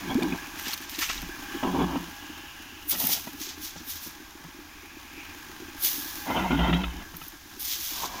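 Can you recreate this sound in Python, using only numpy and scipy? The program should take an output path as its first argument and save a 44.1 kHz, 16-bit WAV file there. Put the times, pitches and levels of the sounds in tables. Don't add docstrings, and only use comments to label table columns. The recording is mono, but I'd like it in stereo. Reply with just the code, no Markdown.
import sys
import numpy as np
from scipy import signal
from scipy.fft import rfft, irfft, next_fast_len
from scipy.io import wavfile

SR = 44100
rng = np.random.default_rng(int(sys.argv[2]) if len(sys.argv) > 2 else 0)


def pcm_store(signal):
    levels = np.round(np.clip(np.atleast_2d(signal), -1, 1) * 32767)
    wavfile.write(sys.argv[1], SR, levels.astype(np.int16).T)


def makeup_ratio(level_db):
    decades = np.asarray(level_db, float) / 20
    return 10 ** decades


N = 361619
HZ = np.fft.rfftfreq(next_fast_len(N + 4096), 1 / SR)
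T = np.arange(N) / SR

# pitch in Hz and width in Hz before any retuning, relative level in dB.
SCOOP_MODES = [
    [(735, 50, -5), (871, 275, 7), (920, 110, -9)],
    [(1391, 83, 13), (2050, 124, 11.5), (2353, 170, 2)],
    [(2630, 54, 4.5), (3030, 170, 2.5), (3646, 120, -4.5)],
    [(275.4, 47, 6), (327, 48, 1)],
    [(179, 20, 0)],
    [(61, 6, 0)],
]


def evened(x):
    return x / np.sqrt(np.mean(x ** 2) + 1e-20)


def read(points):
    f, value = np.transpose(points)
    return np.interp(np.log(HZ + 1), np.log(f + 1), value)


def filtered(x, gain):
    spectrum = rfft(x, 2 * len(HZ) - 2)
    return irfft(spectrum * gain)[..., :N]


def modes(table, tuning=0.95):
    return sum(makeup_ratio(db) / (1 + 1.3j * (HZ - f * tuning) / width) ** 2 for f, width, db in table)


def resonate(x, hz, width):
    turn = np.exp(2j * np.pi * np.cumsum(hz) / SR)
    r = np.exp(-1.54 * np.pi * width / SR)
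    smooth = signal.lfilter([(1 - r) ** 2], [1, -2 * r, r ** 2], x / turn)
    return 2 * (turn * smooth).real


def levels(db):
    return makeup_ratio(db) * (db > -100)


def lagged(db, lag_s):
    r = np.exp(-1 / SR / lag_s)
    return 10 * np.log10(signal.lfilter([1 - r], [1, -r], makeup_ratio(2 * db)) + 1e-30)


def surges(rows):
    swing_db = 30
    power = 0
    for s, db, rise, hold, fall in rows:
        away = np.clip(np.maximum((s - T) / rise, (T - s - hold) / fall), 0, 9)
        power = power + makeup_ratio(2 * (db - swing_db * away))
    return 10 * np.log10(power + 1e-30)


def wander(count, per_s):
    knots = rng.standard_normal(int(count * per_s / SR) + 2)
    return np.interp(np.arange(count) * per_s / SR, np.arange(len(knots)), knots)


def grains(per_s, spread_db, ms, bed):
    size = makeup_ratio(spread_db * np.minimum(rng.exponential(1, N), 5))
    size = size * (rng.random(N) < per_s / SR)
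    burst = signal.lfilter([1], [1, -np.exp(-1000 / SR / ms)], size ** 2)
    return np.sqrt(burst / burst.mean() + bed) * rng.standard_normal((2, N))


def grit(drive, fine, coarse, colour):
    high = 1 / (1 + (8300 / (HZ + 1)) ** 20)
    gain = makeup_ratio(read(colour))
    fine_part = evened(filtered(drive, gain * high))
    coarse_part = evened(filtered(drive, gain * (1 - high)))
    return fine * fine_part + coarse * coarse_part


def bubble(hz, t, cycles):
    swell = t * hz / cycles * np.exp(1 - t * hz / cycles)
    return np.sin(2 * np.pi * hz * t * (1 + 4.1 * t)) * swell


def facing(db, share):
    # time in seconds, rise or drop in dB before share scales it.
    turning = [(0, 3), (.5, 1.7), (1.0, -4), (1.55, 4), (2.15, -1), (2.4, -2.5), (2.9, -6), (3.5, -5),
               (4.1, -5.5), (4.9, -6.5), (5.35, -3), (5.8, -2.5), (6.3, 1.5), (7.1, -5), (7.5, -8.5),
               (7.8, -5.5), (8.2, -3.5)]
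    return makeup_ratio(db + share * np.interp(T, *np.transpose(turning)))


def drags():
    # time in seconds, pressure of the edge in dB, weight on the handle in dB (both relative).
    drag_tables = [
        [(0.0, -48.5, -7), (0.092, -45.5, 11.5), (0.1, -34.5, -4), (0.188, -51, 1), (0.232, -33.5, -2),
         (0.264, -42, 4), (0.336, -41.5, 6), (0.42, -58, -16)],
        [(1.628, -29, -22), (1.66, -30, -2), (1.724, -38.5, 3), (1.75, -29, -11), (1.814, -27, 1),
         (1.848, -31, 1), (1.868, -40, 10), (1.952, -32.5, -14), (2.016, -53, 13), (2.1, -50, -3)],
        [(2.91, -74, -2), (2.926, -40, -8), (2.97, -52, 7), (3.0, -45.5, -12), (3.042, -42, -8),
         (3.2, -54, -15)],
        [(6.25, -52, -33), (6.268, -37, -23), (6.306, -26.5, -16), (6.34, -35, -9), (6.374, -26.5, -9.5),
         (6.494, -37, 0), (6.51, -21.5, -7), (6.56, -36.5, 9.5), (6.602, -30, 8), (6.662, -29.5, -6),
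         (6.674, -30, 2), (6.696, -28, 6.5), (6.724, -42.5, 14), (6.738, -27, 6.5), (6.786, -41, 8),
         (6.806, -38, 9.5), (6.926, -56, 13.5), (7.04, -53.5, -1)],
        [(7.9, -50, -31), (7.922, -51, -14), (8.024, -41, -27), (8.044, -42.5, -16), (8.2, -43, -26)],
    ]
    # pitch factor of ring, rim and edge,
    # bowl level in dB, rim and edge level in dB, ground thud level in dB (all relative).
    grips = [(1.1, 8, -5.5, -5), (1.083, 3.5, -12.5, -1.5), (.92, 4, 2.5, -6), (1.015, -1, -0.5, 4.5),
             (1.13, -8, 1.5, 1.5)]
    # relative level in dB, share of the pressure swing, share of the weight.
    follow = [(2, 0.9, 0.0083), (2.5, 0.87, 0.18), (-3.5, 0.77, 0.36), (0.5, 1, 0.27), (-1.5, 0.93, .99),
              (-7, 1, 0.87)]
    slips, out = grains(per_s=700, spread_db=2.3, ms=1.5, bed=0.6), np.zeros((2, N))
    for rows, (tuning, bowl_db, rim_db, thud_db) in zip(drag_tables, grips):
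        a, b = round(rows[0][0] * SR), min(round(rows[-1][0] * SR) + 4000, N)
        s, press_db, weight_db = np.transpose(rows)
        on = np.clip(np.minimum(T - s[0], s[-1] - T) * 200, 0, 1)
        grip_dbs = [0, rim_db, rim_db, bowl_db, 0, thud_db]
        for k, (part, (part_db, share, heavy), grip_db) in enumerate(zip(SCOOP_MODES, follow, grip_dbs)):
            row_db = part_db + grip_db - 35.5 + share * (press_db + 34.5) + heavy * weight_db
            level_db = np.interp(T, s, row_db)
            if k == 5:
                level_db = lagged(level_db, lag_s=0.038)
            gain = on * makeup_ratio(level_db)
            power = np.mean(slips ** 2) * sum(2.42 * width / SR * makeup_ratio(2 * db) for _, width, db in part)
            for hz, width, db in part:
                bend = (tuning if k < 3 else 1) * (1 + 0.021 * wander(b - a, per_s=15.87))
                favour = makeup_ratio(db + 3.5 * wander(b - a, per_s=42.74))
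                if k < 4:
                    push = (gain * slips)[:, a:b] * favour / np.sqrt(power)
                    out[:, a:b] += resonate(push, hz * bend, width)
                else:
                    shake = hz + 0.672 * width * wander(b - a, per_s=40.0)
                    judder = np.sqrt(2) * np.sin(2 * np.pi * np.cumsum(shake) / SR)
                    out[:, a:b] += gain[a:b] * favour * judder
    return makeup_ratio(-0.5) * out


def water():
    # start in seconds, peak of the swell in dB, starting pitch in Hz.
    glugs = [(0.485, -39, 320), (0.672, -31, 293), (0.983, -32, 290), (1.291, -31.5, 310),
             (1.547, -31, 320), (2.299, -33, 285), (3.345, -38.5, 290), (3.409, -35, 280), (3.47, -39, 338),
             (4.352, -39, 298), (4.968, -39, 310), (5.495, -40, 312), (5.6, -36, 330), (5.62, -36.5, 342),
             (6.056, -37, 291), (6.181, -36.5, 290), (7.572, -40, 312), (8.046, -36, 320)]
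    # pitch in Hz, width in Hz, relative level in dB.
    hollow = [
        [(1590, 35, -1), (1655, 18, 2), (1700, 30, -1), (2440, 90, -9)],
        [(826, 22, 1), (1110, 80, -6)],
    ]
    # level in dB before the turn and a final 1 dB cut, share of the phone's turn.
    trickle = [(-47.5, 1.44), (-52, 1.35)]
    lumps = grains(per_s=60, spread_db=2.8, ms=8, bed=0.05)[[0, 0]]
    gurgle = evened(filtered(lumps, modes([(320, 68.5, 0)])))
    out = makeup_ratio(0.5) * facing(db=-48.5, share=1) * gurgle
    t = np.arange(2000) / SR
    for at, db, hz in glugs:
        start = round(at * SR)
        out[:, start:start + 2000] += makeup_ratio(db) * bubble(hz, t, cycles=0.99)
    for (db, share), part in zip(trickle, hollow):
        trickling = grains(per_s=220, spread_db=3, ms=4, bed=2.5)
        out += makeup_ratio(-1.0) * facing(db, share) * evened(filtered(trickling, modes(part, tuning=1)))
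    return out


def outdoors():
    # frequency in Hz, relative level in dB.
    wash_colour = [(90, -3), (316, -10.5), (537, -11.5), (900, 0), (1300, -3), (2000, -4), (3500, -6.5),
                   (4600, -9), (6000, -7), (7200, -10.5), (7700, -19.5), (9600, -16.5), (14600, -13),
                   (16300, -13.5)]
    # time of full swish in seconds, level in dB, rise in seconds, fall in seconds, centre in Hz.
    swishes = [(.01, -46.5, .1, 0.33, 2350), (.45, -47.5, 0.85, 0.5, 2500), (1.25, -50, 0.64, 0.35, 2520),
               (1.56, -45, 0.3, 1.5, 2960), (2.4, -47.5, 1.2, 3.6, 2820), (4.85, -50.5, 0.76, 1.5, 2410),
               (5.22, -43.5, 0.41, 0.4, 2480), (5.7, -53, .3, .5, 2520), (6.95, -57, 1.65, 0.41, 2250)]
    # time of full bump in seconds, level in dB, rise, hold and fall in seconds.
    bumps = [(.01, -49, .1, .001, 0.71), (1.25, -40.5, 0.45, .001, 0.16), (1.516, -52, .8, .001, .4),
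             (5.056, -63, 0.16, .001, .6), (5.69, -54, .3, .08, 0.55), (6.95, -47, 0.74, .05, 0.77),
             (7.9, -57, 1.3, .3, .7)]
    wash = grains(per_s=1300.0, spread_db=6.5, ms=2.2, bed=4.8)
    out = facing(db=-43, share=0.72) * evened(filtered(wash, makeup_ratio(read(wash_colour))))
    s, *_, swish_hz = np.transpose(swishes)
    swish = levels(surges([(at, db, rise, 0, fall) for at, db, rise, fall, _ in swishes]))
    rub = grains(per_s=300, spread_db=2.5, ms=8, bed=1.5)
    out += swish * evened(resonate(rub, np.interp(T, s, swish_hz), width=380))
    rumble = np.hypot(makeup_ratio(-59.5), levels(surges(bumps)))
    low_modes = modes([(44.5, 45, 6.0), (124, 110, -10)])
    out += rumble * evened(filtered(rng.standard_normal(N), low_modes))
    hum = evened(filtered(rng.standard_normal(N), modes([(85.8, 8, 0)])))
    return out + makeup_ratio(-61) * hum


def knocks():
    # time in seconds, bowl peak in dB before a final 8.5 dB cut,
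    # nearness to the rim in dB, handle above the bowl in dB.
    knock_rows = [(0.102, -33, -2, 6), (0.222, -17.5, -6.5, -24), (0.323, -36.5, -15, 15),
                  (1.024, -51, 30, -4), (1.099, -33, 14, -23), (1.23, -32.5, 3, 2), (1.633, -16.5, -4, -20),
                  (1.929, -36, 2, -21), (1.961, -15, -7, -11), (2.935, -29.5, -9, -18),
                  (2.95, -37.5, 14, -10), (3.043, -20.5, -8, -6.5), (3.063, -40, -1, -18),
                  (3.096, -27, -7, -6), (3.172, -31.5, 3, -3), (3.276, -25, -1, -26),
                  (3.763, -30.5, -3, -3), (4.067, -30, -25, -11.5), (4.448, -38, 2, 5),
                  (6.412, -25, -5, -9), (6.509, -15, -12, -6), (6.595, -17.5, 1, -20),
                  (6.689, -28.5, -8, 17.5), (6.731, -21.5, 9, -18), (6.839, -28, 11, -26),
                  (6.931, -43, 1, -10), (6.973, -40, 4, -2), (7.001, -44, 5, -6), (7.142, -37, 5.5, 4),
                  (7.217, -38, 9.5, -3)]
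    s, db, near_db, handle_db = np.transpose(knock_rows)
    ring_db = 2.2 + 0.38 * near_db
    rim_db = 1.5 + 1.2 * near_db
    t, out = np.arange(900) / SR, np.zeros((2, N))
    lead = .005
    grit_rows = rng.standard_normal((len(s), 900)) * t / 0.0028 * np.exp(-t / 0.0031)
    push = 1.4 * t / 0.00086 * np.exp(-t / 0.00044)
    for part, above_db in zip(SCOOP_MODES, [ring_db, rim_db, rim_db - 4.5, 0 * db, handle_db]):
        rings = filtered(grit_rows + push, modes(part))[:, :4000]
        for at, ring, peak_db in zip(s - lead, rings, db + above_db):
            start = round(at * SR)
            out[:, start:start + 4000] += makeup_ratio(peak_db - 8.5) * ring / abs(ring).max()
    return out


def ticks():
    # start in seconds, peak in dB before filtering, coarse part above it in dB.
    snaps = [(0.1443, -15.5, -4), (0.232, -18, 3.5), (0.597, -10, -18), (0.6826, -10, -6), (0.7385, -6, -8),
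             (0.777, -27, 8), (0.8956, -11, -12), (0.9898, -18, 6.5), (1.218, -14.5, -8), (2.874, -26, -22),
             (2.8976, -25, -25), (3.0694, 5.5, -34), (3.3328, -20, -17), (3.8955, -16, -12),
             (5.8435, -9, -9), (5.8497, 2, -14), (5.8695, -6, -10), (5.889, -9, -10), (6.1554, -11, -12),
             (7.1676, -11.5, -22), (7.2379, -19, -23), (7.2825, -13, -24), (7.597, -30, -51)]
    out, t = np.zeros((2, 2, N + 400)), np.arange(400) / SR
    for s, db, coarse_db in snaps:
        puff = rng.standard_normal((2, 400)) * (np.exp(-t / 0.0016) + 0.42 * np.exp(-t / 0.0047))
        puff /= abs(puff).max(1, keepdims=True)
        start = round(s * SR)
        out[..., start:start + 400] += makeup_ratio([db, db + coarse_db])[:, None, None] * puff
    fine = makeup_ratio(-3) * modes([(10900, 450, -3.0), (14500, 820, 2.0)])
    coarse = modes([(4650, 3300, 2.3)])
    return filtered(out[0], fine) + filtered(out[1], coarse)


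def gulp():
    start_s, length_s, climb_s = .153, 0.042, 0.0453
    t = np.clip(T - start_s, 0, length_s)
    hz = 233.5 * (1 + (t / climb_s) ** 2)
    on = np.clip(np.minimum(T - start_s, start_s + length_s - T) / 0.0017, 0, 1)
    fade = makeup_ratio(-16.5 - 200 * t)
    return on * fade * np.sin(2 * np.pi * np.cumsum(hz) / SR) * np.ones((2, 1))


def landing():
    # time of full slap in seconds, level in dB before the user's own trim,
    # rise, hold and fall in seconds.
    slaps = [(.595, -42, 0.083, .001, 0.14), (.665, -36.5, 0.11, 0.018, 0.16),
             (.725, -37.5, 0.13, 0.02, .015), (.78, -44, 0.023, .001, .05),
             (.825, -41.5, 0.022, .001, 0.083), (.95, -40, 0.2, 0.0012, .12), (.99, -34, 0.012, .001, 0.06),
             (1.028, -28, 0.068, .001, 0.11), (1.098, -31.5, 0.049, .001, 0.15),
             (1.18, -43, 0.18, .001, 0.29)]
    return levels(surges(slaps))


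def drops():
    # start in seconds, peak of the swell in dB, starting pitch in Hz.
    drips = [(0.208, -41, 2400), (0.225, -29, 2330), (0.225, -29, 3480), (0.324, -29, 2420),
             (0.383, -37, 1610), (0.571, -36, 2330), (0.591, -36, 1510), (0.662, -36, 1670),
             (0.7078, -26, 3300), (0.7335, -24, 4240), (0.822, -40, 1640), (0.9487, -32, 3880),
             (0.9867, -33, 2880), (1.0053, -34, 1730), (1.0245, -24, 2900), (1.089, -27, 2570),
             (1.1772, -32, 3730)]
    out, t = np.zeros((2, N)), np.arange(1500) / SR
    for hz in np.geomspace(800, 7000, 18):
        train = makeup_ratio(4.9 * np.minimum(rng.exponential(1, N), 4)) * (rng.random(N) < 30.0 / SR)
        ringing = signal.oaconvolve(train, bubble(hz, t, cycles=3.0))[:N]
        out += ringing * rng.uniform(0.92, 1, (2, 1))
    out = makeup_ratio(-8.5) * landing() * evened(out)
    for s, db, hz in drips:
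        start = round(s * SR)
        out[:, start:start + 1500] += makeup_ratio(db) * bubble(hz, t, cycles=4.6)
    return out


def splash():
    # time of full spray in seconds, spray level in dB, rise, hold and fall in seconds.
    throws = [(.59, -44.5, 0.063, 0.15, .05), (.74, -36, 0.047, 0.00088, 0.009),
              (.776, -43, 0.045, .001, 0.034), (.816, -43, 0.018, .001, .08),
              (.904, -43.5, .01, .001, 0.37), (.988, -35.5, .011, 0.045, 0.083),
              (1.07, -42.5, .05, .016, 0.36)]
    # frequency in Hz, relative level in dB.
    spray_colour = [(410, -49), (700, -16), (748, -8), (1070, -0.5), (1280, -4), (1440, -2), (2980, 3.5),
                    (4200, -2), (6150, 1.5), (7690, -7), (10800, -5), (14900, 4), (16300, -23)]
    drive = grains(per_s=900, spread_db=2.4, ms=1.2, bed=0.7)
    return grit(drive, levels(surges(throws)), makeup_ratio(1.9) * landing(), spray_colour)


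def sand():
    # time of full flow in seconds, fine grit level in dB, rise in seconds,
    # fall of the fine grit in seconds, coarse grit above the fine in dB.
    slides = [(2.896, -23.5, 0.026, 0.063, -16), (2.913, -24, 0.038, 0.074, -3.5),
              (3.004, -27.5, 0.12, 0.4, -5), (3.07, -28, 0.24, .08, -9), (3.133, -23.5, 0.13, 0.072, -2.5),
              (3.414, -38, 0.063, 0.16, 2.5), (3.495, -47.5, 0.17, 0.074, 10), (3.645, -37, .1, 0.14, 0.5),
              (3.775, -57.5, 0.062, 0.13, 12), (3.904, -33.5, 0.094, 0.12, -3), (3.96, -41.5, .05, .1, 0.5),
              (4.035, -40, 0.091, 0.19, -2), (4.075, -44.5, .1, 0.038, -1), (5.845, -22, 0.065, .15, -5.5),
              (5.896, -33, .05, 0.8, -4), (6.154, -42.5, 0.035, 0.11, -4), (7.168, -42, 0.0087, .04, -20),
              (7.247, -47, 0.28, 0.2, -2), (7.596, -34.5, 0.0029, 0.6, -5.5),
              (7.65, -36.5, 0.047, 0.37, -1.5), (7.725, -34.5, 0.17, 0.14, 3.5),
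              (7.865, -35, 0.28, 0.41, -1.5), (8.055, -39.5, 0.9, 0.07, 3.5), (8.19, -49, 0.36, .2, 6.5)]
    # frequency in Hz, relative level in dB.
    sand_colour = [(710, -37), (1200, -19), (1820, -17), (2000, -11.5), (2750, -10.5), (3380, -3.5),
                   (4400, -6.5), (6380, -3), (7680, -13.5), (8940, -13.5), (11500, -5.5), (13500, -7),
                   (14600, 0), (15300, -3), (16300, -63)]
    coarse_pace = 0.77
    fine_db = surges([(s, db, rise, 0, fall) for s, db, rise, fall, _ in slides])
    coarse_db = surges([(s, db + above_db, rise, 0, fall / coarse_pace)
                        for s, db, rise, fall, above_db in slides])
    drive = grains(per_s=1700.0, spread_db=1.5, ms=1.0, bed=0.46)
    late_db = lagged(coarse_db, lag_s=0.004)
    return grit(drive, levels(fine_db), levels(late_db), sand_colour)


def ports(pair, lag_ms, balance, blur):
    # frequency in Hz, likeness of left and right (0 to 1) before blur and shared bass.
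    likeness = [(60, 0.57), (130, 0.81), (300, 0.68), (700, 0.091), (1500, 0.22), (4000, 0.14),
                (15000, 0.18)]
    apart = HZ ** 4 / (HZ ** 4 + 170 ** 4)
    same = np.clip(read(likeness), 0, 1) ** (blur * apart)
    tilt = makeup_ratio(apart * read(balance) / 2)
    a, b = rfft(pair, 2 * len(HZ) - 2)
    mid = np.sqrt(tilt ** 2 + tilt ** -2 + 2 * same) / 2
    late = np.exp(-2j * np.pi * HZ * lag_ms / 1000 * apart)
    left = tilt * late * a
    right = (same * a + np.sqrt(1 - same ** 2) * b) / tilt
    return irfft(np.array([left, right]) / mid)[:, :N]


def scene():
    # frequency in Hz, left above right in dB before the bass is shared.
    from_sand = [(60, -5), (99, 0.5), (160, 0.0), (270, 2), (450, 5), (740, 17), (1220, 2.5), (2010, 1),
                 (3330, -6.5), (5500, -14), (9080, -0.5), (15000, 21)]
    from_pool = [(60, -2), (99, 21), (160, 0), (270, 4), (450, -0.5), (740, -4.5), (1220, -3), (2010, -6),
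                 (3330, -4.5), (5500, -9), (9080, -4), (15000, 32)]
    from_scoop = [(60, 1.5), (110, 12), (200, 2), (380, -6), (700, 7.5), (1290, -2), (2380, -7),
                  (4400, -5.5), (8120, -9), (15000, 15)]
    steel = ports(drags() + knocks() + gulp(), lag_ms=-.25, balance=from_scoop, blur=.15)
    pool = ports(water() + outdoors(), lag_ms=0.596, balance=from_pool, blur=0.77)
    thrown = ports(splash() + drops(), lag_ms=0.478, balance=from_sand, blur=2.7)
    sliding = ports(sand() + ticks(), lag_ms=-0.404, balance=from_sand, blur=1.0)
    return steel + pool + thrown + sliding


def band_limit(x):
    return signal.sosfilt(signal.butter(12, 16640, fs=SR, output="sos"), x)


def record(dry):
    soft = .85 * np.tanh(dry / .85)
    mix = filtered(soft, 1 / (1 + (HZ / 16000) ** 80))
    return band_limit(mix)


dry = scene()
out = record(dry)
pcm_store(out)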